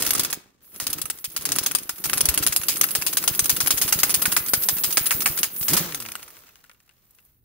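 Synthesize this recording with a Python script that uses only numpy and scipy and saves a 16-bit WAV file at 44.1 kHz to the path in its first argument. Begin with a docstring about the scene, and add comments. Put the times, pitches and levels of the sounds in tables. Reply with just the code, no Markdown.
"""An air impact wrench close by in a workshop backs a steel part off its thread. Quick hammer blows pause, then
resume: bursts of noise over struck steel modes, with socket knocks between them. Vane pulses drop in rate at
every blow and climb again; shaped noise hisses and whistles as exhaust and buffets the left port.
At last the rotor breaks free and runs down: vane pulses fall in pitch, the socket ticks slow and soften,
the last air spits, and a low rumble swells at the end."""
import sys
import numpy as np
from scipy import signal
from scipy.fft import rfft, irfft, next_fast_len
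from scipy.io import wavfile

SR = 44100
rng = np.random.default_rng(int(sys.argv[2]) if len(sys.argv) > 2 else 0)


def rack_gain(trim_db):
    """Turn a fader trim in dB into the linear factor to multiply a signal by."""
    fader = np.asarray(trim_db, float)
    return 10 ** (fader / 20)


def to_wav(s):
    """Save 16-bit WAV."""
    ch = np.atleast_2d(s).T  # columns
    pcm = np.round(np.clip(ch, -1, 1) * 32767)  # PCM
    wavfile.write(sys.argv[1], SR, pcm.astype(np.int16))


N = 328104

# Hammer on anvil. Each row: time in seconds, level in dB, clatter t60 in seconds, level of the air burst after it in dB.
BLOWS = [(0.0225, -15, 0.061, -63), (0.0644, -14.5, 0.087, -41), (.1069, -10.5, 0.026, -58),
         (0.1502, -15.5, .055, -57), (0.1951, -13.5, 0.077, -45.5), (0.2486, -16.5, 0.057, -53),
         (.328, -19.5, 0.073, -57), (0.8, -22, .13, -40), (0.8678, -14, .043, -39.5),
         (0.9298, -15.5, 0.044, -41), (1.0156, -17, 0.032, -39), (1.1003, -16.5, 0.045, -52),
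         (1.243, -20, .067, -43), (1.364, -17.5, .073, -44), (1.4535, -16.5, .07, -49),
         (1.519, -12.5, 0.051, -51), (1.5856, -11.5, 0.047, -38), (1.662, -14, 0.076, -52),
         (1.7501, -10, .047, -54), (1.8929, -22, 0.087, -46), (2.04, -18.5, 0.1, -38),
         (2.1324, -10.5, 0.037, -38.5), (2.2069, -10, .04, -32), (2.2876, -10, 0.052, -48.5),
         (2.3765, -14, .07, -28.5), (2.4655, -8.5, 0.071, -33.5), (2.5628, -8, 0.035, -33.5),
         (2.6845, -12.5, 0.15, -40.5), (2.812, -11.5, .06, -55), (2.9511, -14, 0.088, -34.5),
         (3.0649, -12, .088, -56), (3.1702, -10, 0.066, -60), (3.2776, -9.5, .067, -31.5),
         (3.393, -7.5, .04, -29.5), (3.4952, -10, .091, -31.5), (3.6039, -12.5, 0.1, -31.5),
         (3.706, -7.5, 0.074, -30.5), (3.815, -12, .11, -30.5), (3.9249, -10, 0.094, -28),
         (4.0328, -8, .068, -49.5), (4.1415, -10, 0.08, -33.5), (4.2554, -13, .092, -48),
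         (4.3654, -9, 0.079, -35.5), (4.5353, -7, 0.067, -30.5), (4.6872, -10, 0.071, -32.5),
         (4.8367, -14, 0.12, -36.5), (4.9716, -8.5, .082, -31.5), (5.108, -13.5, 0.13, -30),
         (5.259, -14, 0.14, -30), (5.4313, -13, 0.098, -44.5), (5.6826, -15.5, 0.13, -56),
         (5.7331, -14, 0.044, -56), (5.7673, -11, 0.12, -36.5), (5.9465, -21, 0.054, -61)]


def rms_one(x):
    """Scales to rms 1."""
    return x / np.sqrt(np.mean(x ** 2) + 1e-20)


def in_time(rows):
    """Table columns after the first (seconds), interpolated to one value a sample."""
    s, *columns = np.transpose(rows)
    return [np.interp(np.arange(N) / SR, s, c) for c in columns]


def at_hz(points, hz):
    """Reads a (Hz, value) table on a log-frequency axis."""
    table_hz, values = np.transpose(points)
    return np.interp(np.log(hz), np.log(np.maximum(table_hz, 1)), values)


def cut(x, hz, kind, order=2):
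    """Butterworth filter."""
    return signal.sosfilt(signal.butter(order, hz, kind, fs=SR, output="sos"), x)


def noise_band(hz, kind, order=2, shape=N):
    """Filtered white noise, rms 1."""
    return rms_one(cut(rng.standard_normal(shape), hz, kind, order))


def drift(rate_hz, knots_per_s=400):
    """Random wander of rms 1: one-pole filtered noise, interpolated between knots."""
    knots = rng.standard_normal(int(N / SR * knots_per_s) + 2)
    pole = np.exp(-2 * np.pi * rate_hz / knots_per_s)
    smooth = rms_one(signal.lfilter([1], [1, -pole], knots))
    return np.interp(np.arange(N) / SR * knots_per_s, np.arange(len(knots)), smooth)


def coloured(spectrum):
    """Two unrelated noises of the given colour, rms 1."""
    hz = np.maximum(np.fft.rfftfreq(N, 1 / SR), 1)
    return rms_one(irfft(rfft(rng.standard_normal((2, N))) * rack_gain(at_hz(spectrum, hz)), N))


def ring(clicks, hz, t60_s):
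    """Two-pole resonator: a click sets a sine dying by 60 dB in t60_s."""
    r, w = rack_gain(-60 / (t60_s * SR)), 2 * np.pi * hz / SR
    return signal.lfilter([0, np.sin(w)], [1, -2 * r * np.cos(w), r * r], clicks + 1e-18)


def two_ports(mid, side):
    """A shared and an unshared part reach two ports with a lead and balance that depend on pitch."""
    # Each row: Hz, left-right likeness from 0 to 1.
    likeness = [(60, 0.11), (150, 1), (600, 0.28), (3000, 0.29), (15000, 0.2)]
    # Each row: Hz, phase lead of the left port in radians.
    left_lead = [(100, .0), (1000, .3), (3900, .3), (4900, 3.0), (8700, 4.2), (12000, 6.6), (15500, 7.0)]
    # Each row: Hz, left minus right level in dB.
    left_db = [(60, -3), (180, -1.5), (550, -3), (1650, 2), (4970, 1), (15000, -1.0)]
    size = next_fast_len(N)
    hz = np.maximum(np.fft.rfftfreq(size, 1 / SR), 1)
    alike = np.clip(at_hz(likeness, hz), 0, 1)
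    shared = np.sqrt(1 + alike) * rfft(mid, size)
    own = np.sqrt(1 - alike) * rfft(side, size)
    lean = rack_gain(at_hz(left_db, hz) / 2) * np.exp(.5j * at_hz(left_lead, hz))
    ports = np.array([(shared + own) * lean, (shared - own) / lean])
    return irfft(ports, size)[:, :N] / np.sqrt(2)


def quiet_shop(level_db=-70):
    """Steady room noise, strongest in the bass."""
    # Each row: Hz, relative level in dB per Hz.
    shop_colour = [(20, -8), (50, 0), (130, -6), (300, -14), (800, -30), (2000, -32), (16000, -45)]
    return rack_gain(level_db) * coloured(shop_colour)


def closing_rumble():
    """Low noise that swells at the end, alike at both ports."""
    # Each row: time in seconds, level in dB.
    swell = [(7.2, -82), (7.3, -67), (7.44, -65)]
    return rack_gain(in_time(swell)[0]) * noise_band([40, 130], "band")


def workshop_echo(x, t60_s=.55, wall_cut_hz=6000):
    """Eight feedback delays a side, duller on every round, stepped block by block."""
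    out, dull = np.zeros((2, N)), np.exp(-2 * np.pi * wall_cut_hz / SR)
    lags = (rng.uniform(.017, .045, 16) * SR).astype(int)
    for k, lag in enumerate(lags):
        loop, state = x.copy(), [0.]
        gain = rack_gain(-60 * lag / SR / t60_s)
        for i in range(lag, N, lag):
            back, state = signal.lfilter([gain * (1 - dull)], [1, -dull], loop[i - lag:i], zi=state)
            loop[i:i + lag] += back[:N - i]
        out[k % 2] += (loop - x) * (-1) ** (k // 2)
    return out


def buffeting(level_db, bursts):
    """Spent air tumbles over the left port: lumpy rumble, faint on the right."""
    rumble = noise_band([30, 80], "band", 3, (2, N))
    ports = np.array([rumble[0], .093 * rumble[0] + .15 * rumble[1]])
    steady = rack_gain(level_db - 10.5 + 2.4 * drift(6)) * ports
    thuds = rack_gain([[4.0], [-14.0]]) * cut(bursts, [25, 90], "band")    # each burst also thuds, mostly left
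    return steady + thuds


def spits():
    """Last air spitting past the slowing vanes: short dying puffs of thin hiss."""
    # Each row: time in seconds, level in dB.
    spit_rows = [(6.5564, -55), (6.6386, -42), (6.6624, -47), (6.7339, -42), (6.7938, -58), (6.8285, -48.5),
                 (6.8616, -48.5), (6.936, -50), (7.0526, -46.5), (7.1082, -38.5), (7.149, -39),
                 (7.2036, -46), (7.2507, -41)]
    marks = np.zeros(N)
    for s, db in spit_rows:
        marks[round(s * SR)] = rack_gain(db - 8)
    t60_s = .034
    dying = signal.lfilter([1], [1, -rack_gain(-60 / (t60_s * SR))], marks + 1e-18)
    return dying * noise_band(10200, "high", shape=(2, N))


def exhaust(jet_db, treble_db, skirt_db=-8.5, whistle_width_hz=1200):
    """Grainy jet hiss, thin sizzle on top, and a breathy whistle: narrow noise on a moving carrier."""
    # Each row: Hz, relative level in dB per Hz.
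    jet_colour = [(290, -21.5), (500, -3.5), (688, -8), (1160, 2), (2290, -2.5), (2770, -2.5), (5880, -3),
                  (6230, -2), (10800, -10.5), (16000, -8)]
    # Each row: time in seconds, whistle centre in Hz, level above the treble in dB.
    whistle_path = [(0, 11320, -4), (2.0, 11500, -1), (2.6, 11340, 3.5), (3.3, 11240, -4.5),
                    (4.36, 11370, -1), (4.65, 12500, -0.5), (5.0, 13240, -21), (5.4, 11220, -4.5),
                    (5.75, 11510, -6.5), (5.9, 13800, -9)]
    grain = rack_gain(1.5 * drift(15) + 2.5 * drift(150))
    jet = rack_gain(jet_db + 2.5) * grain * coloured(jet_colour)

    sizzle = noise_band([13400, 17000], "band", 4, (2, N))
    sizzle += rack_gain(skirt_db) * noise_band([8800, 14000], "band", 3, (2, N))    # weaker skirt below
    sizzle *= rack_gain(treble_db + 5.5 + 1.5 * drift(30))

    whistle_hz, above_db = in_time(whistle_path)
    breath = noise_band(whistle_width_hz / 2, "low", shape=(2, N))
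    carrier = np.sqrt(2) * np.sin(2 * np.pi * np.cumsum(whistle_hz) / SR)
    whistle = rack_gain(treble_db + above_db + 4.5 * drift(25)) * breath * carrier
    return jet + sizzle + whistle


def choke(depth_db=6.5, lead_s=.016, hard_db=-25):
    """Gain of the air flow: the rotor labours as the hammer cams in, so it dips just before each hard blow."""
    s, db = np.transpose(BLOWS)[:2]
    marks = np.zeros(N)
    marks[np.round(s * SR).astype(int)] = np.clip((db - hard_db) / 1.3, 0, 1)
    size = max(round(lead_s * SR), 1)
    dip = np.convolve(marks, np.linspace(0, 1, size))[size - 1:size - 1 + N]    # ramps up to the blow
    return rack_gain(-depth_db * dip)


def bursts_of_air(lag_s=.012, lag_share=.2, burst_hz=135):
    """Rows (s, dB, Hz): trapped air escapes after each blow, later when the hammer runs slowly; then lone thuds."""
    # Each row: time in seconds, level in dB, swing rate in Hz.
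    thuds = [(2.288, -25.5, 68), (4.2802, -23.5, 203.4), (5.613, -31.5, 154)]
    s, _, _, db = np.transpose(BLOWS)
    cycle_s = np.minimum(np.diff(s, append=s[-1]), .15)
    return [*zip(s + lag_s + lag_share * cycle_s, db, np.full(len(s), burst_hz)), *thuds]


def puffs(cycles=5.6):
    """Each burst is a low swing of pressure, down first, dying by 60 dB in the given cycles."""
    out = np.zeros(N + SR // 5)
    age = np.arange(SR // 5) / SR
    for s, db, hz in bursts_of_air():
        at = round((s - .26 / hz) * SR)    # puts the first trough near the row's time
        decay = rack_gain(db + 6 - 60 * age * hz / cycles)
        out[at:at + len(age)] -= decay * np.sin(2 * np.pi * hz * age)
    return cut(out[:N], [45, 400], "band", order=1)


def vane_motor(level_db, stall_lead_s=.004, slow_hz=90, fast_hz=210, spin_up_s=.068, jitter=.155):
    """Each vane passing the port lets out a pulse; the rotor stalls at a blow, speeds up, and at last runs free."""
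    # Breaking free, one last catch, running down. Each row: time in seconds, vane rate in Hz, level in dB.
    coast = [(5.69, 89.16, -37), (5.74, 174.2, -24.5), (5.765, 216.1, -40.5), (5.78, 95.7, -51.5),
             (5.81, 165.7, -29), (5.84, 188, -41.5), (5.92, 155, -46.5), (6.03, 116, -48.5),
             (6.17, 92, -58)]
    t = np.arange(N) / SR
    stalls = np.append(-.1, np.array(BLOWS)[:, 0] - stall_lead_s)
    since_s = t - stalls[np.searchsorted(stalls, t, "right") - 1]
    coast_hz, coast_db = in_time(coast)
    loaded = t < coast[0][0]
    loaded_hz = fast_hz - (fast_hz - slow_hz) * np.exp(-since_s / spin_up_s)
    vane_hz = np.where(loaded, loaded_hz, coast_hz)
    turns = np.cumsum(vane_hz * (1 + np.where(loaded, jitter, .04) * drift(60))) / SR
    pulses = -np.diff(np.floor(turns), prepend=0)

    uneven = rms_one(cut(ring(pulses * rack_gain(7.4 * drift(80)), 312, .012), 50, "high"))
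    even = rms_one(cut(ring(pulses * rack_gain(1.5 * drift(80)), 300, .006), [70, 420], "band"))
    rush = noise_band([90, 700], "band")
    coasting = ~loaded * (t < coast[-1][0])
    return rack_gain(level_db + 1.8) * (loaded * uneven + .73 * rush) + rack_gain(coast_db) * coasting * even


def steel_on_steel():
    """Contact rows (s, dB, clank dB, t60 s, top modes dB): blows, knocks, their first touches, ticks."""
    # The loose socket takes up its play. Each row: time in seconds, level in dB, first touch seconds earlier or 0.
    knocks = [(.0071, -23.5, 0.0056), (0.0503, -24, 0.0016), (0.092, -25, 0), (0.134, -21, 0),
              (0.1801, -23.5, 0.0052), (0.2344, -19.5, 0), (0.305, -27.5, 0.0033), (.649, -54.5, 0.0046),
              (0.7463, -50, 0.027), (0.7615, -41, 0.0011), (.841, -34.5, 0.0047), (0.9017, -26, 0),
              (0.9857, -32, 0.0046), (1.0562, -32.5, 0), (1.1868, -40, 0.012), (1.3182, -40.5, 0.017),
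              (1.4215, -31.5, .0107), (1.4906, -24, 0.00086), (1.5612, -21.5, 0.0056), (1.6349, -24, 0.004),
              (1.7129, -24.5, 0.00044), (1.7857, -27.5, 0.00041), (1.832, -38, 0.0046),
              (1.983, -36.5, 0.023), (2.0579, -24, 0.0015), (2.098, -25.5, 0.0019), (2.1788, -19.5, 0.0042),
              (2.2551, -17.5, 0), (2.3414, -19, 0), (2.4347, -19.5, 0.009), (2.5276, -18.5, 0.0035),
              (2.635, -24.5, 0.02), (2.7679, -24, 0.01), (2.8401, -19, 0.0058), (2.907, -23.5, 0.019),
              (3.0225, -22.5, 0.0084), (3.1319, -22.5, 0.0035), (3.2398, -24, 0.013), (3.35, -25.5, 0.011),
              (3.457, -19.5, 0.016), (3.5683, -21.5, 0.0036), (3.673, -15.5, 0.011), (3.779, -19, 0.0051),
              (3.8895, -18.5, 0.01), (4.0, -17.5, .0105), (4.1047, -16, .0098), (4.2215, -17, 0.0028),
              (4.3245, -16.5, .0052), (4.485, -23.5, 0.022), (4.6359, -22, 0.013), (4.7843, -24.5, 0.016),
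              (4.926, -21, 0.019), (5.0663, -17, 0.0075), (5.22, -19, 0.015), (5.3885, -19.5, 0.014),
              (5.564, -35.5, 0.0011), (5.6288, -24, 0.017), (5.71, -28, 0), (5.7378, -15.5, 0.004)]
    # The freed socket slows. Each row: time in seconds, level in dB.
    ticks = [(5.9235, -33), (5.9382, -43), (6.002, -27.5), (6.0239, -30.5), (6.0521, -42), (6.0618, -32.5),
             (6.0873, -32.5), (6.1189, -31.5), (6.1542, -31), (6.195, -44), (6.229, -37), (6.2797, -45),
             (6.3047, -45), (6.3685, -57), (6.39, -48), (6.436, -64), (6.4693, -59), (6.4826, -58),
             (6.4916, -59), (6.5566, -52), (6.59, -68), (6.641, -57), (6.6605, -70.5), (6.696, -57),
             (6.7144, -58), (6.7471, -71), (6.803, -58.5), (6.8785, -68), (6.893, -63.5), (6.911, -72),
             (7.1866, -58)]
    blow_clank_db, knock_clank_db, scatter_db = -10.5, -9.5, 3.5
    knock_t60_s, touch_t60_s, tick_t60_s = .047, .066, .044
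    knock_top_db, touch_db = 7, -2
    rows = [(s, db, blow_clank_db, t60_s, 0) for s, db, t60_s, _ in BLOWS]
    rows += [(s, db, knock_clank_db, knock_t60_s, knock_top_db) for s, db, _ in knocks]
    rows += [(s - early_s, db + touch_db, knock_clank_db, touch_t60_s, 0)
             for s, db, early_s in knocks if early_s > 0]
    rows += [(s, db, -16.5 - .35 * db, tick_t60_s, 0) for s, db in ticks]    # softer ticks are duller
    scatter = scatter_db * rng.standard_normal(len(rows))
    return np.array(rows) + np.outer(scatter, [0, 0, 1, 0, 0])


def contacts(split_hz=3000, socket_hz=9800, grain_db=4.5, rise_s=.0031, snap_s=.00058, detune=.035, spread_db=5.5):
    """Each contact: a crack, a dying clatter of tiny rebounds, and the steel modes struck anew.
    The grip of socket on part differs at every contact, so the modes shift and change strength."""
    # Anvil, socket and part. Each row: mode Hz, relative level in dB, longest t60 in seconds.
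    steel_modes = [(1380, -7, .035), (2720, -8, .035), (3340, -12, .03), (4720, -11, .04), (5180, -9, .045),
                   (6220, -5, .045), (8020, -9, .045), (8950, -3, .05), (10500, -3, .04), (11170, -1, .042),
                   (12800, -10, .035), (15200, -12, .03)]
    # Each row: Hz, relative level in dB per Hz.
    clatter_colour = [(240, -47), (400, -18), (2400, 3), (2750, -1), (4310, -6.5), (5270, -1.5),
                      (5780, -11), (6240, -4.5), (8370, -9), (9040, -1.5), (9920, -7), (15000, -8),
                      (16000, 4)]
    age = np.arange(SR // 8) / SR
    hz, mode_db, mode_t60_s = np.transpose(steel_modes)
    high_power, low_power = np.zeros((2, N + len(age)))
    rings, crack = np.zeros((2, 2, N + len(age)))
    onset = 1 - .44 * np.exp(-age / rise_s) + .45 * np.exp(-age / snap_s)
    rows = steel_on_steel()
    luck = rng.standard_normal((len(rows), 4, len(hz)))
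    for (s, db, clank_db, t60_s, top_db), (shift, strength, mid, side) in zip(rows, luck):
        start = round(s * SR)
        span = slice(start, start + len(age))
        clatter_t60_s = np.clip(t60_s, .01, .3)
        shape = onset * rack_gain(db - 60 * age / clatter_t60_s)
        high_power[span] += shape ** 2
        low_power[span] += (shape * rack_gain(clank_db - 25 * age / clatter_t60_s)) ** 2    # the clank dies sooner

        height_db = db + mode_db - 3 + spread_db * np.clip(strength, -2, 1.2)
        height_db += (hz > socket_hz) * top_db + (hz < split_hz) * (1.3 * clank_db + 10)
        signed = rack_gain(height_db) * [np.sign(mid), np.sign(side)]
        decay = rack_gain(-60 * age / np.minimum(mode_t60_s, 1.8 * t60_s)[:, None])
        modes = np.sin(2 * np.pi * np.outer(hz * (1 + detune * shift), age)) * decay
        rings[:, span] += signed @ modes * onset
        crack[:, start] = rack_gain(db + clank_db + 27.5) * np.sign(mid[0]) * np.array([1, .4])

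    rebounds = rack_gain(grain_db * noise_band(1000, "low"))
    noise = coloured(clatter_colour)
    clatter = rack_gain(6.5) * rebounds * np.sqrt(high_power[:N]) * rms_one(cut(noise, split_hz, "high"))
    clank = rack_gain(4) * rebounds * np.sqrt(low_power[:N]) * rms_one(cut(noise, split_hz, "low"))
    shaken = rack_gain(4.1 * noise_band(250, "low") - 1.5)    # loose parts damp and re-strike the rings
    cracks = cut(crack[:, :N], [900, 9000], "band")
    return clatter + cut(clank, 610, "high") + shaken * rings[:, :N] + cracks


def scene():
    """The wrench at arm's length, its echo, and the quiet shop."""
    # Each row: time in seconds, air flow through the motor in dB, thin treble hiss in dB.
    air = [(0, -37.5, -41.5), (.2, -39.5, -50.5), (.34, -49.5, -54), (.42, -62, -72), (.6, -78, -100),
           (.625, -69, -59), (.72, -67, -56), (.74, -59.5, -52), (.9, -44.5, -48), (1.25, -66.5, -51),
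           (1.5, -41.5, -44), (1.72, -48, -48.5), (1.95, -61, -50), (2.1, -44, -38), (2.3, -39, -43.5),
           (2.62, -48.5, -40.5), (3.3, -45.5, -36), (4.3, -41.5, -33.5), (4.45, -51, -35.5),
           (4.65, -47.5, -31), (5.2, -45.5, -31.5), (5.4, -45.5, -33), (5.49, -54.5, -46.5),
           (5.62, -54.5, -29.5), (5.75, -30, -29), (5.87, -40.5, -40.5), (6.0, -49.5, -45),
           (6.45, -61, -61.5), (6.8, -75.5, -76), (7.25, -72.5, -66), (7.44, -92, -77)]
    flow_db, treble_db = in_time(air)
    jet_db, vane_db, echo_db = flow_db + 2, flow_db - 1, -24.5
    steel, bursts = contacts(), puffs()
    low = vane_motor(vane_db) + bursts
    low_side = noise_band(40, "low") * np.roll(low, 90)    # wavering, 90 samples late

    mid_side = steel + choke() * exhaust(jet_db, treble_db) + spits()
    mid_side += [low, low_side]
    heard = two_ports(*(mid_side + quiet_shop())) + closing_rumble()
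    return heard + rack_gain(echo_db) * workshop_echo(steel[0]) + buffeting(vane_db, bursts)


def roll_off(x):
    """The treble ends steeply here."""
    return signal.sosfilt(signal.butter(12, 17140, fs=SR, output="sos"), x)


def record(dry):
    """Peaks are rounded and the top is cut steeply."""
    rounded = 1.1 * np.tanh(dry / 1.1)
    steep = signal.ellip(10, .5, 55, 15720, fs=SR, output="sos")    # order, ripple dB, stop dB, cutoff Hz
    return roll_off(signal.sosfilt(steep, rounded))


dry = scene()
out = record(dry)
to_wav(out)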